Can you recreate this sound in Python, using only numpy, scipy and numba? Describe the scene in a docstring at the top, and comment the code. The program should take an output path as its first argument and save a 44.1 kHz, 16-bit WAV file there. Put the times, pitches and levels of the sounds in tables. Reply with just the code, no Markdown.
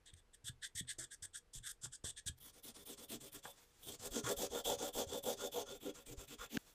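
"""A grooved wooden burnisher is rubbed to and fro on a leather strap, heard close by in a quiet room.
At first the strap's edge is held up in the hand: short bright hisses of noise and resonances.
From 2.37 s the strap lies on a wooden bench, whose boards hum along as resonances of the same friction.
Edge ticks ring the tool, the hands jolt the bench as damped wobbles, fingers slide with coloured noise.
A last tap is chopped at 6.5775 s; a finger slide and the room tone, with its faint hum, remain."""
import sys
import numpy as np
from scipy import signal
from scipy.fft import rfft, irfft, next_fast_len
from scipy.io import wavfile
from scipy.ndimage import uniform_filter1d
from numba import njit

SR = 44100
rng = np.random.default_rng(int(sys.argv[2]) if len(sys.argv) > 2 else 0)


def log_audio(samples):
    """Write samples as a 16-bit WAV file to the path given in sys.argv[1]."""
    # one column per channel
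    frames = np.atleast_2d(samples).T
    # limit to full scale, then quantise
    limited = np.clip(frames, -1, 1)
    pcm = np.round(limited * 32767).astype(np.int16)
    wavfile.write(sys.argv[1], SR, pcm)


N = 297215

# strokes, forward and back in turn: start_s, end_s, hiss_db, end_against_start_db,
# middle_over_ends_db, tool_ring_against_hiss_db
STROKES = [(0.056, 0.108, -60, -5, 6, 2.5), (0.135, 0.141, -49.5, 3, 2, 2),
           (0.162, 0.207, -68.5, -3, 0.5, -3), (0.333, 0.358, -60.5, -17, 0, -4.5),
           (0.442, 0.497, -47, 11, 5, -4), (0.616, 0.68, -48.5, -10, 8.5, -1.5),
           (0.75, .81, -45, 8.5, 2, -7), (0.872, 0.938, -43.5, -7.5, 11, -2),
           (0.983, 1.053, -48.5, -3, -2.5, -11), (1.106, 1.152, -53, -9, -2, -8.5),
           (1.223, 1.26, -49, -3, -3.5, -11), (1.333, 1.392, -49, -5, 3.5, -8.5),
           (1.532, 1.592, -50.5, 1.5, -1.5, -7), (1.626, 1.721, -46.5, 2.5, 7, -4.5),
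           (1.812, 1.875, -39, 7.5, 16, -10), (1.914, 1.965, -53, -6, 1, -9),
           (2.039, 2.113, -47, -1.5, -0.2, -7), (2.16, 2.202, -48.5, -5, 6, -3),
           (2.259, 2.301, -40.5, 2, 9, -2.5), (2.37, 2.403, -66.5, -1, -3, -8),
           (2.398, 2.514, -60, -0.5, 3.5, -3.5), (2.524, 2.61, -64.5, -4, 0, -13),
           (2.625, 2.719, -53.5, -0.5, 2, -7), (2.739, 2.845, -57, -7.5, 3, -9),
           (2.852, 2.952, -53.5, -3.5, 4, -5), (2.966, 3.059, -58, -2, -0.5, -9.5),
           (3.082, 3.177, -51, -1, 2.5, -3.5), (3.195, 3.297, -55.5, -4, 2, -7.5),
           (3.317, 3.405, -54.5, -7.5, 2.5, -6.5), (3.423, 3.529, -57, -8.5, 4, -4),
           (3.822, 3.965, -48.5, 4.5, 8.5, -4.5), (3.983, 4.084, -47.5, 6.5, 3.5, -15),
           (4.1, 4.211, -44, 10.5, 6, -7), (4.227, 4.339, -42, 1.5, 3.5, -8),
           (4.36, 4.476, -42.5, 3.5, 4.5, -6.5), (4.491, 4.618, -46, 2.5, 5.5, -5),
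           (4.641, 4.762, -41.5, -2, 6.5, 1), (4.773, 4.902, -47, -2.5, 2.5, -6.5),
           (4.927, 5.049, -43.5, 1.5, 5.5, -3.5), (5.062, 5.2, -45, 1.5, 9.5, -5.5),
           (5.226, 5.349, -43.5, -0.5, 4.5, -3.5), (5.362, 5.485, -47.5, 4, 5, -4.5),
           (5.513, 5.638, -48, 2, 5.5, -0.1), (5.647, 5.78, -55.5, -2.5, 4.5, -3),
           (5.801, 5.917, -57, 1.5, 2.5, 0), (5.935, 6.037, -59.5, -6, 3.5, -7.5),
           (6.054, 6.144, -57, 3, 1, -9), (6.163, 6.259, -53.5, -5.5, 6, -11.5),
           (6.271, 6.357, -56, 6, 2.5, -7.5), (6.375, 6.471, -53.5, 0, 6, -3),
           (6.492, 6.614, -55.5, 1, 5.5, -6)]
# resonant bodies: strap held in the hand, strap laid on the bench.
# strap, low, high, upper: centre_hz, width_hz, level_db (relative within each set)
# hiss (broad fibre hiss), fine (finest fibres): corner_hz, density_db_per_hz
# upper_db: gain of the upper set; peak_share: width of the hiss peak as a share of its centre;
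# peak_db: its part of the hiss; fall_s: release; swell: exponent of the speed curve;
# scrape_drift: wander of the low set; shake_db: gain of the bench shudder
HELD = dict(strap=[(173, 22, -13), (319, 77, 3), (640, 210, -4.5), (1110, 300, 13)], low=[(1680, 300, 3.5),
        (1950, 400, -3)], high=[(3440, 340, -1.5), (4150, 770, -24)], upper=[(8370, 1960, 0)],
        upper_db=4.5, hiss=[(3000, -33), (4500, 7), (6200, 12.5), (9000, 13.5), (9900, 2.5), (12000, -62),
        (12500, -29)], fine=[(10000, 7), (10500, 5), (12100, 5.5), (12400, -7), (15500, -11)],
        peak_share=0.15, peak_db=-1.5, fall_s=0.0038, swell=0.33, scrape_drift=0.088, shake_db=-55)
LAID = dict(strap=[(187.3, 25, 2.5), (260, 54, 6.5), (404.2, 19.2, -0.5), (484, 44, 2), (559.2, 15, -0.5),
        (605, 66, -5.5), (690, 33, -7), (734, 42, -3), (873, 194, 3)], low=[(1401, 54, -7), (1033, 166, 2),
        (2060, 6900, -1)], high=[(3444, 330, 18), (3100, 740, 4.5)], upper=[(6200, 750, 0.5),
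        (7370, 550, -4), (9100, 2100, 2.5)], upper_db=4.5, hiss=[(600, -7.5), (2200, -16.5), (4500, -9.5),
        (5500, -7.5), (6100, -8), (8000, -9.5), (10500, -18), (11500, -78)], fine=[(9800, -6.5),
        (10800, -10), (12200, -6.5), (12600, -6), (14000, -6), (15500, -9.5)],
        peak_share=0.18, peak_db=-1.5, fall_s=0.012, swell=1.24, scrape_drift=0.011, shake_db=-36.5)
# drifting grip and place of contact: time_s, bench_forward_hz, bench_back_hz, bench_forward_db,
# bench_back_db, hiss_peak_hz, scrape_hz, scrape_db, finest_fibres_db (levels against the hiss)
HELD_CONTACT = [(0.1, 398, 430, -8, -33, 7760, 1990, -6.5, -20),
                (0.47, 410, 430, -20, -44, 7960, 1770, -6.5, -13.5),
                (0.78, 240, 310, -20, -40, 7870, 2070, 1, -15.5),
                (1.0, 403, 490, -10.5, -44, 7540, 1730, -4, -18),
                (1.3, 460, 360, -17, -53, 8000, 1570, -2.5, -18.5),
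                (1.56, 445, 390, -14.5, -52, 6960, 1830, -13.5, -17.5),
                (1.68, 420, 420, -52, -52, 7900, 1290, -3, -12.5),
                (1.94, 417, 390, 9.5, -42, 7100, 1510, -8.5, -24),
                (2.08, 455, 400, -10, -30, 7800, 1570, -3, -19),
                (2.18, 400, 440, -15, -26, 7700, 1700, -4, -23),
                (2.28, 278, 490, -9, -28, 8000, 1610, -5, -14)]
LAID_CONTACT = [(2.4, 430, 408, -10, -3, 9340, 1820, 1, -0.5),
                (2.7, 313, 412, -3, -4, 10100, 2070, -3.5, -7), (2.9, 396, 390, 2, 1.5, 8700, 1930, -4, -5),
                (3.3, 288, 407, 2.5, 1, 8350, 1900, -5.5, -5.5),
                (3.48, 390, 780, -13, 0.5, 8000, 1430, -6, -2),
                (3.85, 405, 350, -1.5, -5, 8500, 1810, -25, -7.5),
                (4.15, 343, 420, 4, -1, 7200, 1570, -5, -11.5),
                (4.45, 440, 420, 4, 9.5, 7230, 1780, -5, -6.5), (4.7, 600, 523, 9, 7, 7060, 1470, -7, -7),
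                (5.2, 510, 446, 8, 8.5, 7300, 1520, -10.5, -6.5),
                (5.57, 600, 426, 12, 6.5, 6660, 1410, -5.5, -6.5),
                (5.85, 380, 450, 12.5, 5.5, 7240, 1520, -0.5, -5.5),
                (6.1, 377, 390, 8.5, -7, 7600, 1530, -10.5, -7.5),
                (6.32, 296, 483, 5.5, 6, 7450, 1540, -3, -6.5), (6.43, 290, 520, 5, 2, 7150, 1500, 2.5, -6),
                (6.55, 274, 523, 14.5, -6, 6370, 1800, 1, -5)]
# rules of a stroke, as (forward, back): onset_ms; squeak_db against the ring;
# ring, fine, bench, hiss lean_db: end against start; peak_glide, bench_glide: share of the centre.
# squeak_hz: (start_hz, end_hz), squeak_width in Hz, squeak_growth: extra dB per dB of ring;
# back: what a back stroke adds to the last four contact columns;
# scrape_follows_ring: dB of scrape per dB of ring
HELD_STROKE = dict(onset_ms=(4, 10), ring_lean_db=(1.5, -4), squeak_db=(-16, -10), squeak_hz=(4100, 2520),
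               squeak_width=940, squeak_growth=0.97, fine_lean_db=(-1, 20), bench_lean_db=(-0.5, -3),
               hiss_lean_db=(-10.5, 13.5), peak_glide=(-0.043, 0.033), bench_glide=(-0.054, 0.059),
               back=(609, 55, 0.7, 0.5), scrape_follows_ring=1)
LAID_STROKE = dict(onset_ms=(8.7, 11.2), ring_lean_db=(-4.5, 7), squeak_db=(-24, -1),
               squeak_hz=(3370, 3550), squeak_width=84, squeak_growth=0.15, fine_lean_db=(-7, 17),
               bench_lean_db=(-0.5, 4.5), hiss_lean_db=(8, 3.5), peak_glide=(-0.21, 0.12),
               bench_glide=(-0.079, 0.11), back=(42, 20, 4.5, -4), scrape_follows_ring=0.16)
BENCH_FROM_S = 2.37


def rubbing():
    """Sliding friction: alternate strokes excite the held strap first, the laid strap later."""
    rows = np.array(STROKES)
    held = rows[:, 0] < BENCH_FROM_S
    back = np.arange(len(rows)) % 2
    in_hand = rub(rows[held], back[held], HELD, HELD_STROKE, HELD_CONTACT)
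    on_bench = rub(rows[~held], back[~held], LAID, LAID_STROKE, LAID_CONTACT)
    return in_hand + on_bench


def rub(rows, back, body, stroke, contact):
    """Source and filter: friction noise, shaped by each stroke, drives the resonances of the body."""
    middle = rows[:, :2].mean(axis=1)
    contact_s, *curves = np.transpose(contact)
    touch = np.array([np.interp(middle, contact_s, curve) for curve in curves])
    bench_hz = np.where(back, touch[1], touch[0])
    bench_db = np.where(back, touch[3], touch[2])
    peak_hz, scrape_hz, scrape_db, fine_db = touch[4:] + np.outer(stroke["back"], back)
    scrape_db = scrape_db + stroke["scrape_follows_ring"] * rows[:, -1]
    shares_db = np.transpose([bench_db, scrape_db, fine_db])
    force, speed, along, shares = stroke_motion(rows, back, body, stroke, shares_db)
    broad, peak_glide, bench_glide, gains = shares

    now = np.arange(N) / SR
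    peak_hz = np.interp(now, middle, peak_hz) * peak_glide
    scrape_hz = np.interp(now, middle, scrape_hz) * bench_glide
    bench_hz = np.interp(now, middle, bench_hz) * bench_glide
    strap, low, fine, high, squeak = gains * force
    grip = walk(180)
    out = fibre_hiss(force, broad, fine, peak_hz, grip, body)
    out = out + tool_ring(high, squeak, along, grip, body, stroke)
    out = out + strap_and_bench(strap * speed, low * speed, bench_hz, scrape_hz, grip, body)
    return out + bench_shudder(force, body)


def stroke_motion(rows, back, body, stroke, shares_db):
    """Kinematics of friction: force arches over each stroke while speed is greatest halfway."""
    force, speed, along = np.zeros(N), np.zeros(N), np.zeros(N)
    broad, peak_glide, bench_glide = np.ones(N), np.ones(N), np.ones(N)
    gains = np.zeros((5, N))  # strap, low, fine, high, squeak
    for row, way, share_db in zip(rows, back, shares_db):
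        start, end, db, lean_db, arch_db, ring_db = row
        rise, fall = stroke["onset_ms"][way] / 1000, body["fall_s"]
        at = slice(int((start - rise) * SR), int((end + fall) * SR))
        t = np.arange(at.start, at.stop) / SR
        edges = np.minimum((t - t[0]) / rise / 2.36, (t[-1] - t) / fall / 2)
        edges = np.clip(edges, 0, 1) ** 2.53
        part = (t - start) / (end - start)
        ends_db = db - arch_db
        arch = [ends_db - lean_db / 2, db, ends_db + lean_db / 2]
        force[at] = edges * undb(np.interp(part, [1 / 6, 3 / 6, 5 / 6], arch))
        half_turn = np.pi * (t - t[0]) / (t[-1] - t[0])
        speed[at] = np.sqrt(2) * np.abs(np.sin(half_turn)) ** body["swell"]

        along[at] = np.clip(part, 0, 1)
        off_middle = along[at] - 0.5
        peak_glide[at] = 1 + stroke["peak_glide"][way] * off_middle
        bench_glide[at] = 1 + stroke["bench_glide"][way] * off_middle
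        broad[at] = undb(stroke["hiss_lean_db"][way] * off_middle)
        squeak_db = stroke["squeak_db"][way] + (1 + stroke["squeak_growth"]) * ring_db
        gains[:, at] = undb([*share_db, ring_db, squeak_db])[:, None]
        gains[0, at] *= undb(stroke["bench_lean_db"][way] * off_middle)
        gains[2, at] *= undb(stroke["fine_lean_db"][way] * off_middle)
        gains[3:, at] *= undb(stroke["ring_lean_db"][way] * off_middle)
    return force, speed, along, (broad, peak_glide, bench_glide, gains)


def fibre_hiss(force, broad, fine, peak_hz, grip, body):
    """Broadband friction noise: a wandering peak wakes the upper resonances above a coloured hiss."""
    bite_hz = peak_hz * (1 + 0.015 * walk(21))
    bite = favour(force * grit(grip), bite_hz, body["peak_share"])
    peak = undb(body["peak_db"] + body["upper_db"]) * ring(bite, body["upper"], drift=0.0088)
    hiss_share = np.sqrt(1 - undb(2 * body["peak_db"]))  # the power the peak leaves over
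    hiss = hiss_share * force * broad * colour(grit(grip), body["hiss"])
    return peak + hiss + fine * colour(grit(grip), body["fine"])


# a looser grip lets a broad band sound around the tool's ring: time_s, centre_hz, against_ring_db
RING_SPREAD = [(0.47, 3460, -10), (0.65, 4000, -3.5), (0.78, 3560, -14), (0.9, 4040, -3.5),
               (1.02, 3500, -15), (2.3, 3560, -10), (3.13, 3270, 0), (3.4, 2830, -4.5), (4.5, 2860, -36),
               (6.1, 2800, 1.5), (6.32, 2900, 6), (6.43, 2030, -1.5), (6.53, 3020, 7.5)]


def tool_ring(high, squeak, along, grip, body, stroke):
    """Forced resonance: friction noise rings the tool in fixed, broad and gliding squeak bands."""
    spread_s, *spread = np.transpose(RING_SPREAD)
    spread_hz, spread_db = (np.interp(np.arange(N) / SR, spread_s, curve) for curve in spread)
    flicker = undb(1.47 * walk(25.02))
    out = ring(high * flicker * grit(grip), body["high"], drift=0.004)
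    out = out + steep(high * undb(spread_db) * grit(grip), spread_hz, 1330)
    squeak_hz = np.interp(along, [0, 1], stroke["squeak_hz"])
    return out + steep(squeak * grit(grip), squeak_hz, stroke["squeak_width"])


def strap_and_bench(strap, low, bench_hz, scrape_hz, grip, body):
    """Modal selection: the place of contact favours the modes near one pitch; speed drives them."""
    scrape = low * undb(3.9 * walk(18)) * grit(grip)
    scrape = favour(scrape, scrape_hz, 0.23)
    push = favour(favour(strap * grit(grip), bench_hz, 0.85), bench_hz, 0.85)
    return ring(scrape, body["low"], drift=body["scrape_drift"]) + ring(push, body["strap"], drift=0.015)


# shudder of the bench: centre_hz, width_hz, level_db (relative)
SHAKE = [(31.2, 24, -7), (115, 98, 1.5)]


def bench_shudder(force, body):
    """Compressive response: low modes follow a power of the force and grow slower than the hiss."""
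    return undb(body["shake_db"]) * ring(force ** 0.56 * grit(walk(21)), SHAKE)


# the tool ticks on an edge: time_s, relative_level_db, thump_share_db, push_ms
TICKS = [(0.548, -67, 7, 2.0), (0.851, -49, -2, 2), (0.985, -48, 8.5, 1.65), (1.856, -35, 0, 0.44),
         (2.041, -46, 21.5, 1.74), (3.454, -32, 7, 0.45), (3.459, -45, 16, 0.3), (6.5711, -15, -2, 2.54)]


def ticks():
    """Impulse response: a crack rings the tool; the push behind it thumps the wood, duller when longer."""
    crack, below, t = np.zeros(N), np.zeros(N), np.arange(400) / SR
    for s, db, bench_db, push_ms in TICKS:
        at = slice(int(s * SR), int(s * SR) + 400)
        crackle = 0.17 * rng.standard_normal(400) * np.exp(-t / 0.0023)
        crack[at] += undb(db) * (2 * np.exp(-t / 0.00006) + crackle)
        push = np.sin(np.pi * np.clip(1000 * t / push_ms, 0, 1))
        below[at] -= undb(db + bench_db) * push
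    # modes: centre_hz, width_hz, level_db (relative)
    tool = ring(crack, [(1580, 230, 2.0), (2670, 840, -0.5), (5300, 4000, -1.0)])
    wood = ring(below, [(129, 53, -5.0), (314, 630, -4.0), (640, 360, -0.5),
                        (880, 120, 4.5), (1120, 81, 1.0), (1590, 380, 8.5)])
    return undb(-13) * tool + undb(-15.5) * wood


# jolts of the hands through the bench: time_s, level_db, pitch_hz (settles here after the sag)
JOLTS = [(0.132, -53.5, 86), (0.441, -54.5, 106), (0.495, -43, 109), (0.751, -49.5, 93.5),
         (0.809, -40.5, 163), (0.984, -54.5, 328), (0.987, -58.5, 129.7), (1.222, -57, 93),
         (1.553, -55, 125), (1.565, -42, 28.8), (1.603, -56.5, 116.6), (1.835, -54.5, 119.4),
         (1.863, -52, 131), (2.042, -38.5, 93), (2.262, -44, 92), (2.294, -39, 81.4), (3.996, -57, 100),
         (4.108, -43, 37.7), (4.238, -41, 121), (4.271, -49, 115), (4.368, -42, 37.7), (4.499, -51, 56),
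         (4.649, -50, 32.5), (4.771, -54, 100), (4.949, -44, 26.9), (5.067, -46, 83), (6.077, -53, 26.6),
         (6.177, -32, 44.2), (6.387, -48, 42.3), (6.106, -52.5, 125), (0.985, -59, 632),
         (3.125, -50.5, 229)]
# the bench frame rings on: pitch_hz, level_db (against the jolt, at most), t60_s
LEGS = [(80.8, -16.5, 0.34), (124.6, -9, 0.26), (252.5, -14.5, 0.3)]
JOLT_T60_S, JOLT_T60_PER_DB = 0.15, -0.0775  # at -50 dB and 100 Hz; exponent per dB above -50


def jolts():
    """Damped oscillation: pushes sag in pitch, hard and high ones die quicker, quick ones ring the frame."""
    out, t = np.zeros(N + SR // 2), np.arange(SR // 2) / SR
    for s, db, hz in JOLTS:
        t60 = JOLT_T60_S * np.exp(JOLT_T60_PER_DB * (db + 50.0)) * (100 / hz) ** 0.38
        sagging = t + 0.0004 * (1 - np.exp(-t / 0.012))
        wave = np.sin(2 * np.pi * hz * sagging) * 1000.0 ** (-t / t60)
        for leg_hz, leg_db, leg_t60 in LEGS:
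            leg_gain = undb(leg_db) * min(hz / leg_hz, 1) ** 2
            wave = wave + leg_gain * np.sin(2 * np.pi * leg_hz * t) * 1000.0 ** (-t / leg_t60)
        onset = np.sin(np.pi / 2 * np.minimum(t * hz / 0.41, 1)) ** 2
        out[int(s * SR):][:len(t)] -= undb(db) * wave * onset
    return out[:N]


# fingers slide over the leather, one list per slide: time_s, level_db, finest_fibres_against_it_db
SLIDES = [
    [(3.53, -68.5, -8), (3.56, -69, -14), (3.63, -68.5, -8), (3.68, -74.5, -6), (3.77, -68.5, -15),
     (3.84, -67.5, 6)],
    [(6.58, -68.5, -7), (6.67, -68, -5), (6.74, -71, -5)],
]
# spectrum of skin on leather: corner_hz, density_db_per_hz
SLIDE_COLOUR = [(100, -2), (400, -1), (3100, -6.5), (3450, -0.5), (3900, -6.5), (7500, -4), (10300, -10),
                (11200, -19)]


def slides():
    """Light friction: skin on leather hisses as coloured noise with its own share of finest fibres."""
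    body, fine, now = 0, 0, np.arange(N) / SR
    for s, db, fine_db in map(np.transpose, SLIDES):
        body = body + undb(np.interp(now, s, db, -150, -150))
        fine = fine + undb(np.interp(now, s, db + fine_db, -150, -150))
    grip = walk(47)
    return body * colour(grit(grip), SLIDE_COLOUR) + fine * colour(grit(grip), LAID["fine"])


def wall_echo(near):
    """Diffuse reverberation: delayed, decaying noise as impulse response; walls swallow the treble."""
    t60_s, delay_s, level_db, dull_hz = 0.1, 0.00592, -14, 4630
    t = np.arange(SR // 3) / SR
    walls = rng.standard_normal(len(t)) * 1000.0 ** (-t / t60_s) * (t > delay_s)
    walls = signal.lfilter(*signal.butter(1, dull_hz, fs=SR), walls)
    walls = walls / np.sqrt(np.sum(walls ** 2))
    return undb(level_db) * signal.fftconvolve(near, walls)[:N]


# spectrum of the room tone: corner_hz, density_db_per_hz
ROOM_TONE = [(20, 11.5), (250, -12.5), (450, -10.5), (560, -16), (1500, -19), (12600, -32.5), (12900, -62)]
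ROOM_DB, HUM_DB, HUM_HZ = -73.5, -89, 479  # middle levels, hum pitch


def room_tone():
    """Stationary background: air and far machinery as coloured noise, with one faint wavering hum."""
    tone = np.sqrt(2) * np.sin(2 * np.pi * HUM_HZ * np.arange(N) / SR)
    hum = undb(HUM_DB + 2 * walk(8.6)) * tone
    return undb(ROOM_DB + walk(0.66)) * colour(rng.standard_normal(N), ROOM_TONE) + hum


def grit(shared, catch_db=2.2, patchy_db=1.7):
    """Irregular friction: fibres catch and let go, as noise with a shared grip and patches of its own."""
    gain = undb(catch_db * shared + patchy_db * walk(40))
    return rng.standard_normal(N) * gain / np.sqrt(np.mean(gain ** 2))


def walk(rate):
    """Slow random modulation: levels held 1 / rate s and slewed twice; spread near 1."""
    k = int(SR / rate)
    steps = np.repeat(rng.standard_normal(N // k + 1), k)
    return 1.01 * uniform_filter1d(uniform_filter1d(steps, k), k)[:N]


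def ring(x, modes, drift=0):
    """Modal superposition: resonances of alternating sign; drift lets the centre of each wander."""
    out = 0
    for k, (hz, width, db) in enumerate(modes):
        centre = hz * (1 + drift * walk(15))
        out = out + (-1) ** k * undb(db) * steep(x, centre, width)
    return out / np.sqrt(sum(undb(2 * db) for _, _, db in modes))


def steep(x, hz, width):
    """Cascaded resonance: a band-pass applied twice so that its flanks stay dark."""
    each = np.full(N, 1.66 * width)  # two passes narrow the band
    return svf(svf(x, hz, each), hz, each) * np.sqrt(2 * np.pi * width / SR)


def favour(x, hz, share):
    """Constant relative bandwidth: a band with gain 1 at its moving centre, width a share of it."""
    width = share * hz
    return svf(x, hz, width) * np.sqrt(np.pi * width / SR)


@njit
def svf(x, hz, width):
    """State-variable band-pass with a movable centre; unit noise comes out near unit level."""
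    y, band, low = np.empty(len(x)), 0., 0.
    for i in range(len(x)):
        g, k = np.tan(np.pi * hz[i] / SR), width[i] / hz[i]
        v = (band + g * (x[i] + 1e-18 - low)) / (1 + g * (g + k))
        band, low, y[i] = 2 * v - band, low + 2 * g * v, k * v
    return y * np.sqrt(SR / (np.pi * width))


def colour(x, points):
    """Spectral shaping: gives unit noise the spectrum of the points, at unit level."""
    size = next_fast_len(N)
    hz, db = np.transpose(points)
    log_hz = np.log(np.fft.rfftfreq(size, 1 / SR) + 1)
    gain = undb(np.interp(log_hz, np.log(hz), db, -80, -80))
    return irfft(rfft(x, size) * gain / np.sqrt(np.mean(gain ** 2)), size)[:N]


def undb(db):
    """Logarithmic level: decibels to an amplitude factor."""
    return 10 ** (np.asarray(db) / 20)


NEAR_STOPS_S = 6.5775


def scene():
    """Superposition: rubbing, ticks, their echo and the jolts stop together; slides and room go on."""
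    near = rubbing() + ticks()
    near = near + wall_echo(near) + jolts()
    near = near * (np.arange(N) < NEAR_STOPS_S * SR)  # chops the last tap
    return (near + slides() + room_tone())[None]


def record(dry):
    """Band limitation: an elliptic low-pass cuts the top steeply above 15730 Hz."""
    return signal.sosfilt(signal.ellip(10, 0.2, 70, 15730, fs=SR, output="sos"), dry)


dry = scene()
out = record(dry)
log_audio(out)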